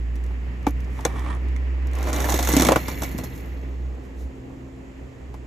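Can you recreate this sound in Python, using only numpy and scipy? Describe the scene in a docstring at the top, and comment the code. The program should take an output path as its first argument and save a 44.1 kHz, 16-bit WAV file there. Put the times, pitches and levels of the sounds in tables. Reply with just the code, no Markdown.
"""Outdoors at a hollow plastic slide, stereo microphone close by; a distant motor drones throughout.
A small die-cast toy car is set down with a knock and dragged round on scraping wheels, then let go.
It gathers speed, its wheels drumming the chute and its loose axles rattling in the metal shell.
It bangs over the lower end and drops among the plastic balls of a ball pit, which clack and jostle
while its wheels run down. A faint rustle and one last light knock follow."""
import sys
import numpy as np
from scipy import signal
from scipy.fft import rfft, irfft
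from scipy.io import wavfile

SR = 44100
rng = np.random.default_rng(int(sys.argv[2]) if len(sys.argv) > 2 else 0)


def output_pcm(signal):
    """Save a mono or channel-first signal as 16-bit PCM at the path in sys.argv[1].

    Samples are clipped to [-1, 1] before scaling.
    """
    pcm = np.clip(np.atleast_2d(signal).T, -1, 1) * 32767
    wavfile.write(sys.argv[1], SR, np.round(pcm).astype(np.int16))


N = 241182
TIME = np.arange(N) / SR
RELEASE_S, LIP_S, FLAT_S = 1.91, 2.5, 2.588   # the car is let go, meets the lip, stops gaining speed

# how alike close sound is at the microphone's two ports: (frequency [Hz], likeness [0-1])
CLOSE_LIKENESS = [(60, .94), (350, .92), (800, .68), (1400, .45), (2400, .62), (3700, .9), (4800, .45),
                  (6600, .85), (7500, .7), (8500, .99), (9600, .99), (10500, .75), (12000, .97),
                  (14000, .75), (15000, .98)]
# modes of the hollow slide: (frequency [Hz], relative level [dB], t60 [s])
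SLIDE_MODES = [(110.5, -5.5, 0.079), (171, -3, 0.058), (230, -5.5, 0.099), (270, -3, 0.053),
               (289, -4.5, 0.1), (319, -4.5, 0.11), (414, -13, 0.089), (475, -2.5, 0.064),
               (535.6, -3.5, 0.073), (575, -8.5, 0.082), (625, 0, 0.06), (717, -5, 0.073), (774, -6.5, 0.1),
               (869, -1.5, 0.049), (903, 0, 0.022), (1015, -5, 0.067), (1126, -6.5, 0.063),
               (1230, -8.5, 0.028), (1400, -13.5, 0.04), (1606, -17.5, 0.023), (1757, -17, 0.04),
               (2065, -18, 0.055), (2323, -17.5, 0.13)]
# dense ringing of the slide's walls: (frequency [Hz], relative density [dB])
WALL_SPECTRUM = [(70, -4.5), (130, 4.5), (210, -7.5), (290, 11), (430, 1.5), (600, -7.5), (900, -6.5),
                 (1400, -2.5), (2200, -10), (3200, -14), (6000, -24.5)]
# modes of the die-cast shell and its axles: (frequency [Hz], relative level [dB], t60 [s])
CAR_MODES = [(1740, -3.5, 0.035), (2140, -9, 0.026), (3450, -8, 0.064), (3600, -5.5, 0.034),
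             (3890, -13, 0.09), (4320, -11.5, 0.037), (5420, -9.5, 0.028), (5850, 1, 0.036),
             (5970, -9.5, 0.013), (6600, 3, 0.031), (7740, -10, 0.033), (7790, 2.5, 0.028),
             (8430, 0, 0.036), (10900, -13.5, .02), (13300, -13, .02), (14000, -12, .03)]
# crack of small metal parts: (frequency [Hz], relative density [dB])
METAL_SPECTRUM = [(700, -16), (1700, -3), (2700, -7), (3700, -1), (4700, -7), (5900, -1), (7400, -2),
                  (8600, 1.5), (9500, -1), (10500, -7), (12000, -9), (13600, -5), (14500, -11),
                  (15500, -14)]
# the car hits the slide, levels relative:
# (time [s], boom [dB], knock [dB], metal click [dB], struck spot's pitch [Hz], its ring [dB])
SLIDE_HITS = [(0.308, -66, -44, -65, 870, -54), (0.667, -19, -23, -24, 812, -14),
              (0.6686, -22.5, -23.5, -29, 2300, -24.5), (0.672, -23, -33, -44, 282.9, -14.5),
              (0.9895, -44.5, -36, -48, 857, -30.5), (1.0512, -29, -22.5, -7, 1764, -20.5),
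              (1.0535, -21.5, -23, -18.5, 480, -13.5), (1.064, -40, -31, -27, 855, -31),
              (1.563, -58, -44, -34, 2120, -33.5), (2.1302, -29.5, -33.5, -24.5, 1120, -34.5),
              (2.137, -38, -46, -40, 1900, -32), (2.243, -28, -29, -29, 1760, -25),
              (2.288, -36, -22.5, -30, 810, -25), (2.3226, -44, -22, -21.5, 828, -23),
              (2.341, -26, -32, -20.5, 373, -19.5), (2.390, -30, -22.5, -22, 698, -24),
              (2.427, -45.5, -28, -22, 1400, -30), (2.448, -46, -31, -25.5, 1380, -32),
              (2.473, -48, -26.5, -20, 1362, -27.5), (2.489, -21.5, -24.5, -26, 353, -25),
              (2.537, -16, -25.5, -18.5, 310, -11.5), (2.566, -12.5, -26, -12.5, 269, -9),
              (2.597, -16, -20, -19, 275, -11.5), (2.6206, -19, -21.5, -14.5, 319, -15.5),
              (2.632, -15.5, -28, -24, 1300, -22.5), (2.649, -17, -20.5, -17.5, 390, -22.5),
              (2.668, -20, -24, -17.5, 246, -12.5), (2.6871, -10.5, -11, -19.5, 540, -6.5),
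              (2.709, -19, -19.5, -41, 320, -14), (2.720, -20, -11.5, -21, 541, -7.5),
              (2.7594, -15, -12.5, -23.5, 1450, -14.5), (5.341, -64, -39.5, -50.5, 1065, -42)]
# the car tumbles among the balls, levels relative: (time [s], thump [dB], clack [dB])
BALL_HITS = [(2.882, -38, -26), (3.020, -30, -27), (3.035, -50, -30), (3.147, -24, -65),
             (3.186, -23.5, -32.5), (3.213, -32, -82), (3.236, -29, -38.5), (3.357, -32, -49)]


def from_db(db):
    """Decibels to gain."""
    return 10 ** (np.asarray(db) / 20)


def rms_one(x):
    """Scale to unit rms."""
    return x / np.sqrt(np.mean(x ** 2) + 1e-20)


def gain_curves(rows):
    """One gain curve for each dB column of a timed table."""
    times, *columns = np.transpose(rows)
    return [from_db(np.interp(TIME, times, db)) for db in columns]


def swells(rows):
    """Gain curve of smooth, bell-shaped strokes."""
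    return sum(from_db(db) * np.exp(-((TIME - s) / half) ** 2) for s, half, db in rows)


def at_hz(points, hz):
    """Read a table on a log-frequency axis."""
    table_hz, value = np.transpose(points)
    return np.interp(np.log(np.maximum(hz, 1)), np.log(table_hz), value)


def drift(rate_hz):
    """Slow random wander with a spread of 1."""
    pole = np.exp(-80 * np.pi * rate_hz / SR)
    slow = signal.lfilter([1], [1, -2 * pole, pole * pole], rng.standard_normal(N // 40 + 2002))[2000:]
    return np.interp(np.arange(N) / 40, np.arange(len(slow)), rms_one(slow))


def noise(spectrum, likeness=CLOSE_LIKENESS):
    """Stereo noise of a given colour and left-right likeness, at unit rms."""
    hz = np.arange(N // 2 + 1) * SR / N
    alike = np.clip(at_hz(likeness, hz), 0, 1)
    mid, side = rfft(rng.standard_normal((2, N)))
    pair = np.sqrt(1 + alike) * mid + np.sqrt(1 - alike) * side * [[1], [-1]]
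    return rms_one(irfft(pair * from_db(at_hz(spectrum, hz)) * (hz > 20), N))


def train(times, sizes):
    """Single clicks at the given times."""
    clicks = np.zeros(N)
    np.add.at(clicks, np.round(times * SR).astype(int), sizes)
    return clicks


def bumps(per_s, spread_db):
    """Tiny contacts of uneven size at random moments."""
    return (rng.random(N) < per_s / SR) * from_db(spread_db * np.minimum(rng.exponential(1, N), 3))


def ring(clicks, hz, t60):
    """Each click starts a decaying sine of its own height."""
    pole, step = from_db(-60 / (t60 * SR)), 2 * np.pi * hz / SR
    return signal.lfilter([0, np.sin(step)], [1, -2 * pole * np.cos(step), pole * pole], clicks + 1e-18)


def dying(clicks, t60):
    """Envelope of dense ringing: each click adds energy, which then leaks away."""
    return np.sqrt(signal.lfilter([1], [1, -from_db(-120 / (t60 * SR))], clicks ** 2 + 1e-18))


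def strike(clicks, modes, uneven_db):
    """Every contact rings each mode with a strength of its own, a little different at each port."""
    at = np.flatnonzero(clicks)
    out = np.zeros((2, N))
    for k, (hz, db, t60) in enumerate(modes):
        alike = np.clip(at_hz(CLOSE_LIKENESS, hz), 0, 1)
        strength, lean = rng.standard_normal((len(at), 2)).T
        pan = np.sqrt(1 + alike) + np.sqrt(1 - alike) * np.sign(lean) * [[1], [-1]]
        force = np.zeros((2, N))
        force[:, at] = clicks[at] * from_db(db + uneven_db * strength) * pan
        out += (-1) ** k * ring(force, hz, t60) / np.sqrt(2)
    return out


def outdoor_air(hiss_db=-61.5):
    """Rumble, murmur, a far rush and thin hiss reach the microphone from all round."""
    # how alike diffuse sound is at the two ports: (frequency [Hz], likeness [0-1])
    diffuse = [(60, 1), (250, 0.72), (500, 0.3), (1000, 0), (2000, 0), (4000, 0.14), (8000, 0.97),
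               (13000, 1)]
    # colours of the four layers: (frequency [Hz], relative density [dB])
    rumble_spectrum = [(25, -37), (45, -4), (80, -3), (130, -6), (220, -9.5), (500, -55)]
    murmur_spectrum = [(70, -5.5), (130, -7.5), (200, -3), (290, -1), (460, -4), (600, -10), (800, -13),
                       (1400, -24.5), (3000, -49)]
    rush_spectrum = [(500, -13), (1000, 3.5), (1500, -1), (1830, 7), (2200, 3.5), (2750, 0), (3600, -12.5),
                     (5500, -17.5), (9000, -54)]
    hiss_spectrum = [(1000, -1), (2700, 5), (3800, -0.5), (5500, -5.5), (6600, 0), (7800, 1.5),
                     (9000, -6.5), (10500, -22.5), (15500, -10.5)]
    # their slow rise and fall: (time [s], rumble [dB], murmur [dB], far rush [dB])
    air_levels = [(0, -44, -45.5, -50), (1.25, -38, -42.5, -49), (1.8, -47, -41.5, -47.5),
                  (2.6, -35.5, -39.5, -41), (3.2, -36, -39.5, -47), (3.7, -47.5, -42.5, -53.5),
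                  (4.5, -52.5, -44, -57.5), (5.47, -48.5, -46, -57)]
    rumble_gain, murmur_gain, rush_gain = gain_curves(air_levels)
    rumble = rumble_gain * noise(rumble_spectrum, diffuse) * from_db(drift(1.9))
    murmur = murmur_gain * noise(murmur_spectrum, diffuse) * from_db(1.24 * drift(22.0))
    rush = rush_gain * noise(rush_spectrum, diffuse) * from_db(drift(7.3))
    return rumble + murmur + rush + from_db(hiss_db) * noise(hiss_spectrum, diffuse)


def hum():
    """A faint background hum whose tones waver in level and phase."""
    # its swell: (time [s], level [dB])
    hum_level = [(0, -50.5), (1.5, -47.5), (3.3, -46), (4.5, -43.5), (5.47, -52)]
    # its tones: (frequency [Hz], relative level [dB])
    hum_tones = [(124.5, -7), (264.5, -2), (343, -11.5), (387, -21)]
    tones = sum(from_db(db + 2.2 * drift(3)) * np.sin(2 * np.pi * hz * TIME + 1.1 * drift(3))
                for hz, db in hum_tones)
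    return np.sqrt(2) * gain_curves(hum_level)[0] * tones


def distant_motor(left_lag_rad=0.25, flutter_db=-46, flutter_hz=6.6):
    """A far motor's deep drone swells and fades, with a slight flutter and faint wavering overtones."""
    # the fundamental: (time [s], pitch [Hz])
    motor_pitch = [(0, 58.35), (.3, 60.42), (2.0, 64.19), (3.8, 62.54), (5.47, 62.95)]
    # its swell: (time [s], level [dB])
    motor_level = [(0, -25), (.32, -26), (.56, -30), (.79, -24), (1.03, -30), (1.5, -23), (2.6, -24),
                   (2.86, -30), (3.3, -36), (3.65, -30), (3.9, -28.5), (4.1, -41.5), (4.26, -28),
                   (4.34, -47), (5.47, -41.5)]
    # its overtones: (multiple of the pitch, level [dB])
    overtones = [(2, -49.5), (3, -60)]
    hz = np.interp(TIME, *np.transpose(motor_pitch))
    phase = 2 * np.pi * np.cumsum(hz) / SR + left_lag_rad * np.array([[0], [1]])
    flutter = drift(flutter_hz) * np.sin(phase) + drift(flutter_hz) * np.cos(phase)
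    drone = gain_curves(motor_level)[0] * np.sin(phase) + from_db(flutter_db) * flutter
    for multiple, db in overtones:
        drone += from_db(db + 1.2 * drift(2.8)) * np.sin(multiple * phase + 0.17 * drift(2.6))
    return np.sqrt(2) * drone


def rustle():
    """A faint, bright rustle close to the microphone."""
    # its strokes: (time [s], half length [s], level [dB])
    strokes = [(.98, 0.075, -56), (1.17, 0.11, -57), (4.05, .03, -63), (4.215, 0.043, -56.5)]
    return swells(strokes) * noise(METAL_SPECTRUM)


def wheel_scrape(catch_db=1.8):
    """As the car is dragged round, its wheels catch and slip sideways in tiny, uneven jerks."""
    # short pushes of the hand: (time [s], half length [s], level [dB])
    pushes = [(.995, 0.027, -42.5), (1.10, 0.051, -39), (1.182, 0.026, -37), (1.245, 0.042, -54),
              (1.297, 0.067, -35)]
    # what the slipping wheels ring with: (frequency [Hz], relative level [dB], t60 [s])
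    scrape_modes = [(296, -5.5, 0.038), (543, -3.5, 0.013), (820, 3, 0.0085), (1145, 2.5, 0.013),
                    (1850, -5, 0.018), (2290, -7.5, 0.012), (3400, -5, 0.0036), (5800, -11.5, 0.0022),
                    (8400, -9.5, 0.0063)]
    slips = bumps(per_s=1800, spread_db=2.5) * rng.choice([-1, 1], N) * from_db(catch_db * drift(45))
    return swells(pushes) * rms_one(strike(slips, scrape_modes, uneven_db=2.5))


def speed(slowing_s=0.13):
    """The car's speed, 0-1: it rises evenly down the chute, then dies away on the flat end."""
    gained = np.clip((TIME - RELEASE_S) / (FLAT_S - RELEASE_S), 0, 1)
    return gained * np.exp(-np.maximum(TIME - FLAT_S, 0) / slowing_s)


def hop_dips(hop_s=0.014, dip_db=-5.5):
    """Gain of the rolling sounds: the wheels leave the plastic briefly before each landing."""
    landings = [s for s, *_ in SLIDE_HITS if RELEASE_S < s < LIP_S]
    airborne = sum(np.exp(-((TIME - s + hop_s / 2) / hop_s) ** 2) for s in landings)
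    return from_db(dip_db * np.minimum(airborne, 1))


def after_clacks(relative_db, t60):
    """Envelope of the motion that each clack among the balls stirs up."""
    times, _, clack_db = np.transpose(BALL_HITS)
    return dying(train(times, from_db(clack_db + relative_db)), t60)


def wheel_chinks():
    """Loose wheels chink on their axles: when set down, at hard bumps and among the balls."""
    # the chinks: (time [s], level [dB], t60 [s])
    chinks = [(.673, -42, .015), (.677, -44, .015), (.681, -40, .015), (.6865, -36, .015),
              (.693, -41, 0.023), (.707, -42, .025), (2.302, -27, 0.054), (2.488, -20.5, 0.046),
              (2.668, -29, .04), (2.687, -30, 0.028), (3.033, -28.5, .06), (3.09, -42, .04),
              (3.114, -42, .06), (3.18, -33.5, .05), (3.239, -34, 0.085), (3.30, -48, .03),
              (3.35, -46, .05), (3.36, -44, .06), (3.376, -45.5, 0.079), (3.405, -49, .06),
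              (3.458, -53, .06)]
    # their thin colour: (frequency [Hz], relative density [dB])
    chink_spectrum = [(3000, -21), (7000, -7.5), (9500, -10), (11500, -9), (14000, -6), (15500, -15)]
    energy = sum(dying(train(s, from_db(db)), t60) ** 2 for s, db, t60 in chinks)
    return noise(chink_spectrum) * np.sqrt(energy)


def metal_crack(clicks, t60, tail_db):
    """Small metal parts give a bright crack, then a weaker shiver."""
    return noise(METAL_SPECTRUM) * (dying(clicks, t60) + from_db(tail_db) * dying(clicks, t60=0.14))


def axle_ticks(jolt_db=-26.5, shell_db=-14):
    """The axles knock against their slots: in the fingers, then harder as the car gathers speed."""
    # single ticks: (time [s], relative level [dB])
    ticks = [(0.156, -46), (0.162, -47), (0.239, -44.5), (0.264, -50), (0.629, -51), (0.804, -45),
             (0.845, -48), (1.008, -39.5), (1.194, -41), (1.349, -46), (1.485, -50.5), (1.871, -42),
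             (1.914, -47.5), (1.934, -39), (1.953, -36.5), (1.987, -37), (2.028, -31), (2.186, -35),
             (2.22, -29), (2.301, -22), (2.376, -25), (2.519, -24), (2.608, -15.5)]
    times, db = np.transpose(ticks)
    jolts = from_db(jolt_db) * speed() * bumps(per_s=33, spread_db=0.5) * (TIME < LIP_S)
    clicks = train(times, from_db(db)) + jolts
    crack = metal_crack(clicks, t60=0.01, tail_db=-15.5)
    return crack + from_db(shell_db) * strike(clicks, CAR_MODES, uneven_db=2.0)


def wheel_whirr(top_speed_db=-32, free_db=-38, loss_db_per_s=21.5, waver=0.011, respin_sizzle_db=-7):
    """The wheels ring and sizzle on their axles, run down after the slope and are jolted by the balls."""
    # wheel resonances: (frequency [Hz], relative level [dB], t60 [s])
    wheel_modes = [(1720, -0.5, .025), (2028, 2.5, 0.049), (2254, 1, 0.044), (2750, 4.5, .012),
                   (3430, -3, .025), (3850, -3.5, .025), (4290, 0, 0.021), (5490, -4.5, 0.027),
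                   (5930, -6, .022), (6580, -4, 0.031), (13150, -3, .025)]
    # colour of the high sizzle: (frequency [Hz], relative density [dB])
    sizzle_spectrum = [(4000, -28), (7000, -3.5), (9300, -11), (10800, -3.5), (11300, -6), (11900, -1),
                       (12300, -5), (13200, -2), (14000, 4.5), (14600, -20), (15600, -25)]
    # its rise and fall: (time [s], level [dB])
    sizzle_level = [(1.88, -100), (1.95, -63), (2.1, -49), (2.2, -40), (2.28, -34.5), (2.42, -35),
                    (2.5, -31.5), (2.66, -46), (2.76, -44), (2.95, -48), (3.04, -42), (3.16, -53.5),
                    (3.5, -62.5), (3.9, -100)]
    rubs = bumps(per_s=700, spread_db=3.5) * rng.choice([-1, 1], N)
    samples = np.arange(N)
    wavering = samples + waver * np.cumsum(drift(7.05))   # the resonances swing a little in pitch
    steady = strike(rubs, wheel_modes, uneven_db=5.5)
    rings = rms_one(np.array([np.interp(wavering, samples, side) for side in steady]))
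    sizzle = rms_one(dying(rubs, t60=0.046)) * noise(sizzle_spectrum)
    free_spin = (TIME > FLAT_S) * from_db(free_db - loss_db_per_s * np.maximum(TIME - FLAT_S, 0))
    spin = np.hypot(from_db(top_speed_db) * speed(), free_spin)
    respin = after_clacks(relative_db=-12, t60=0.32)
    sizzle_gain = np.hypot(gain_curves(sizzle_level)[0], from_db(respin_sizzle_db) * respin)
    return sizzle_gain * sizzle + np.hypot(spin, respin) * rings


def rolling_gains(drum_db=-20.5, rattle_db=-24.5, skip_s=2.35, onset_s=0.0065, skip_db=-7.5):
    """Drumming and rattle grow with speed and thin as the car skips; later the balls jostle both."""
    contact = from_db(skip_db * (1 + np.tanh((TIME - skip_s) / onset_s)) / 2)
    drum = from_db(drum_db) * speed() ** 0.88 * contact
    rattle = from_db(rattle_db) * speed() ** 1.82 * contact
    jostle = after_clacks(relative_db=-6.5, t60=0.18)
    return np.hypot(drum, jostle), np.hypot(rattle, from_db(-12) * jostle)


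def rolling():
    """Hard wheels cross the plastic's grain: each bump drums the chute; axles chatter in the shell."""
    drum_gain, rattle_gain = rolling_gains()
    grain = bumps(per_s=520, spread_db=3.0) * rng.choice([-1, 1], N)
    chute = 0.85 * rms_one(strike(grain, SLIDE_MODES, uneven_db=2.0))
    wall = 0.71 * noise(WALL_SPECTRUM) * rms_one(dying(grain, t60=0.022))
    chatter = bumps(per_s=190, spread_db=6.0)
    shell = 0.95 * rms_one(strike(chatter * rng.choice([-1, 1], N), CAR_MODES, uneven_db=1.0))
    axles = 0.62 * noise(METAL_SPECTRUM) * rms_one(dying(chatter, t60=0.034))
    return drum_gain * (chute + wall) + rattle_gain * (shell + axles)


def slide_boom(times, boom_db, knock_db, spot_hz, mode_db=-3.5, near_db=6.5, near_octaves=0.097):
    """Blows ring the hollow slide's modes, favouring those near the struck spot's pitch."""
    out = np.zeros((2, N))
    for k, (hz, db, t60) in enumerate(SLIDE_MODES):
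        stiff = np.clip(np.log2(hz / 330) / 1.2, 0, 1)   # low modes boom, higher ones knock
        near = np.exp(-(np.log2(hz / spot_hz) / near_octaves) ** 2)
        blow_db = (1 - stiff) * boom_db + stiff * knock_db + near_db * near
        size = from_db(mode_db + db + blow_db + rng.normal(0, 0.48, len(times)))
        arrival = times + rng.uniform(0, 0.001616, len(times))   # bending waves take a moment to spread
        lean = np.clip(hz / 1200, 0, .8) * rng.uniform(-1, 1, len(times))
        force = np.array([train(arrival, size * (1 + lean)), train(arrival, size * (1 - lean))])
        out += (-1) ** k * ring(force, hz, t60)
    return out


def struck_spot(s, db, hz, t60):
    """A patch of plastic rings at its pitch, with little sound below it, and leans to one port if high."""
    lean = np.clip(0.52 * hz / 1000, 0, .9) * rng.choice([-1, 1])
    low_cut = signal.butter(2, 0.45 * hz, "high", fs=SR)
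    tone = signal.lfilter(*low_cut, ring(train(s, from_db(db)), hz, t60))
    return tone * np.array([[1 + lean], [1 - lean]])


def knocks(ball_hz=245, wall_db=-4.0, shell_db=-13.5, crack_db=-3.5, grip_db=-19, grip_t60_share=0.6):
    """Each blow on the slide or among the balls rings the plastic and clicks in the metal car."""
    ball_blows = [(s, thump, clack, clack - 1, ball_hz, thump) for s, thump, clack in BALL_HITS]
    times, boom_db, knock_db, click_db, spot_hz, spot_db = np.transpose(list(SLIDE_HITS) + ball_blows)
    held = times < RELEASE_S   # fingers damp the ringing and quieten the loose parts
    boom = slide_boom(times, boom_db, knock_db, spot_hz)
    spot_t60 = 0.073 * (500 / spot_hz) ** 0.51 * np.where(held, grip_t60_share, 1)
    spots = sum(struck_spot(*blow) for blow in zip(times, spot_db, spot_hz, spot_t60))
    wall = noise(WALL_SPECTRUM) * dying(train(times, from_db(knock_db + wall_db)), t60=0.077)
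    damped_modes = [(hz, db, t60 * grip_t60_share) for hz, db, t60 in CAR_MODES]
    click = from_db(click_db + shell_db)
    free_shell = strike(train(times, click * ~held), CAR_MODES, uneven_db=3.0)
    held_shell = strike(train(times, click * held), damped_modes, uneven_db=2.0)
    jolts = train(times, from_db(click_db + crack_db + grip_db * held))
    return boom + spots + wall + free_shell + held_shell + metal_crack(jolts, t60=0.021, tail_db=-6.5)


def scene():
    """The car close to the microphone, with the open air and the motor far behind it."""
    wheels = hop_dips() * (rolling() + wheel_whirr())
    car = wheels + wheel_scrape() + knocks() + axle_ticks() + wheel_chinks()
    return car + rustle() + outdoor_air() + hum() + distant_motor()


def record(dry, ceiling=0.9, stopband_hz=16600):
    """The microphone's two ports differ in colour and phase; peaks are rounded and the top is cut."""
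    # colour between the ports: (frequency [Hz], left minus right [dB])
    port_balance = [(60, -1.9), (280, .3), (600, -1), (1350, -4.6), (2300, -2), (3800, -.3), (5600, -6),
                    (6900, 1), (8500, 0)]
    # the treble arrives out of step: (frequency [Hz], left's lead [rad])
    port_phase = [(100, 0), (6000, -.2), (7200, .6), (7700, 1.9), (8500, 3.05), (9900, 3.3), (11200, 5.9),
                  (12900, 6.4), (14500, 9.3)]
    hz = np.arange(N // 2 + 1) * SR / N
    tilt = from_db(at_hz(port_balance, hz) / 2)
    ports = irfft(rfft(dry) * [tilt, np.exp(-1j * at_hz(port_phase, hz)) / tilt], N)
    rounded = ports / (1 + (ports / ceiling) ** 6) ** (1 / 6)
    return signal.sosfilt(signal.cheby2(14, 70, stopband_hz, fs=SR, output="sos"), rounded)


dry = scene()
out = record(dry)
output_pcm(out)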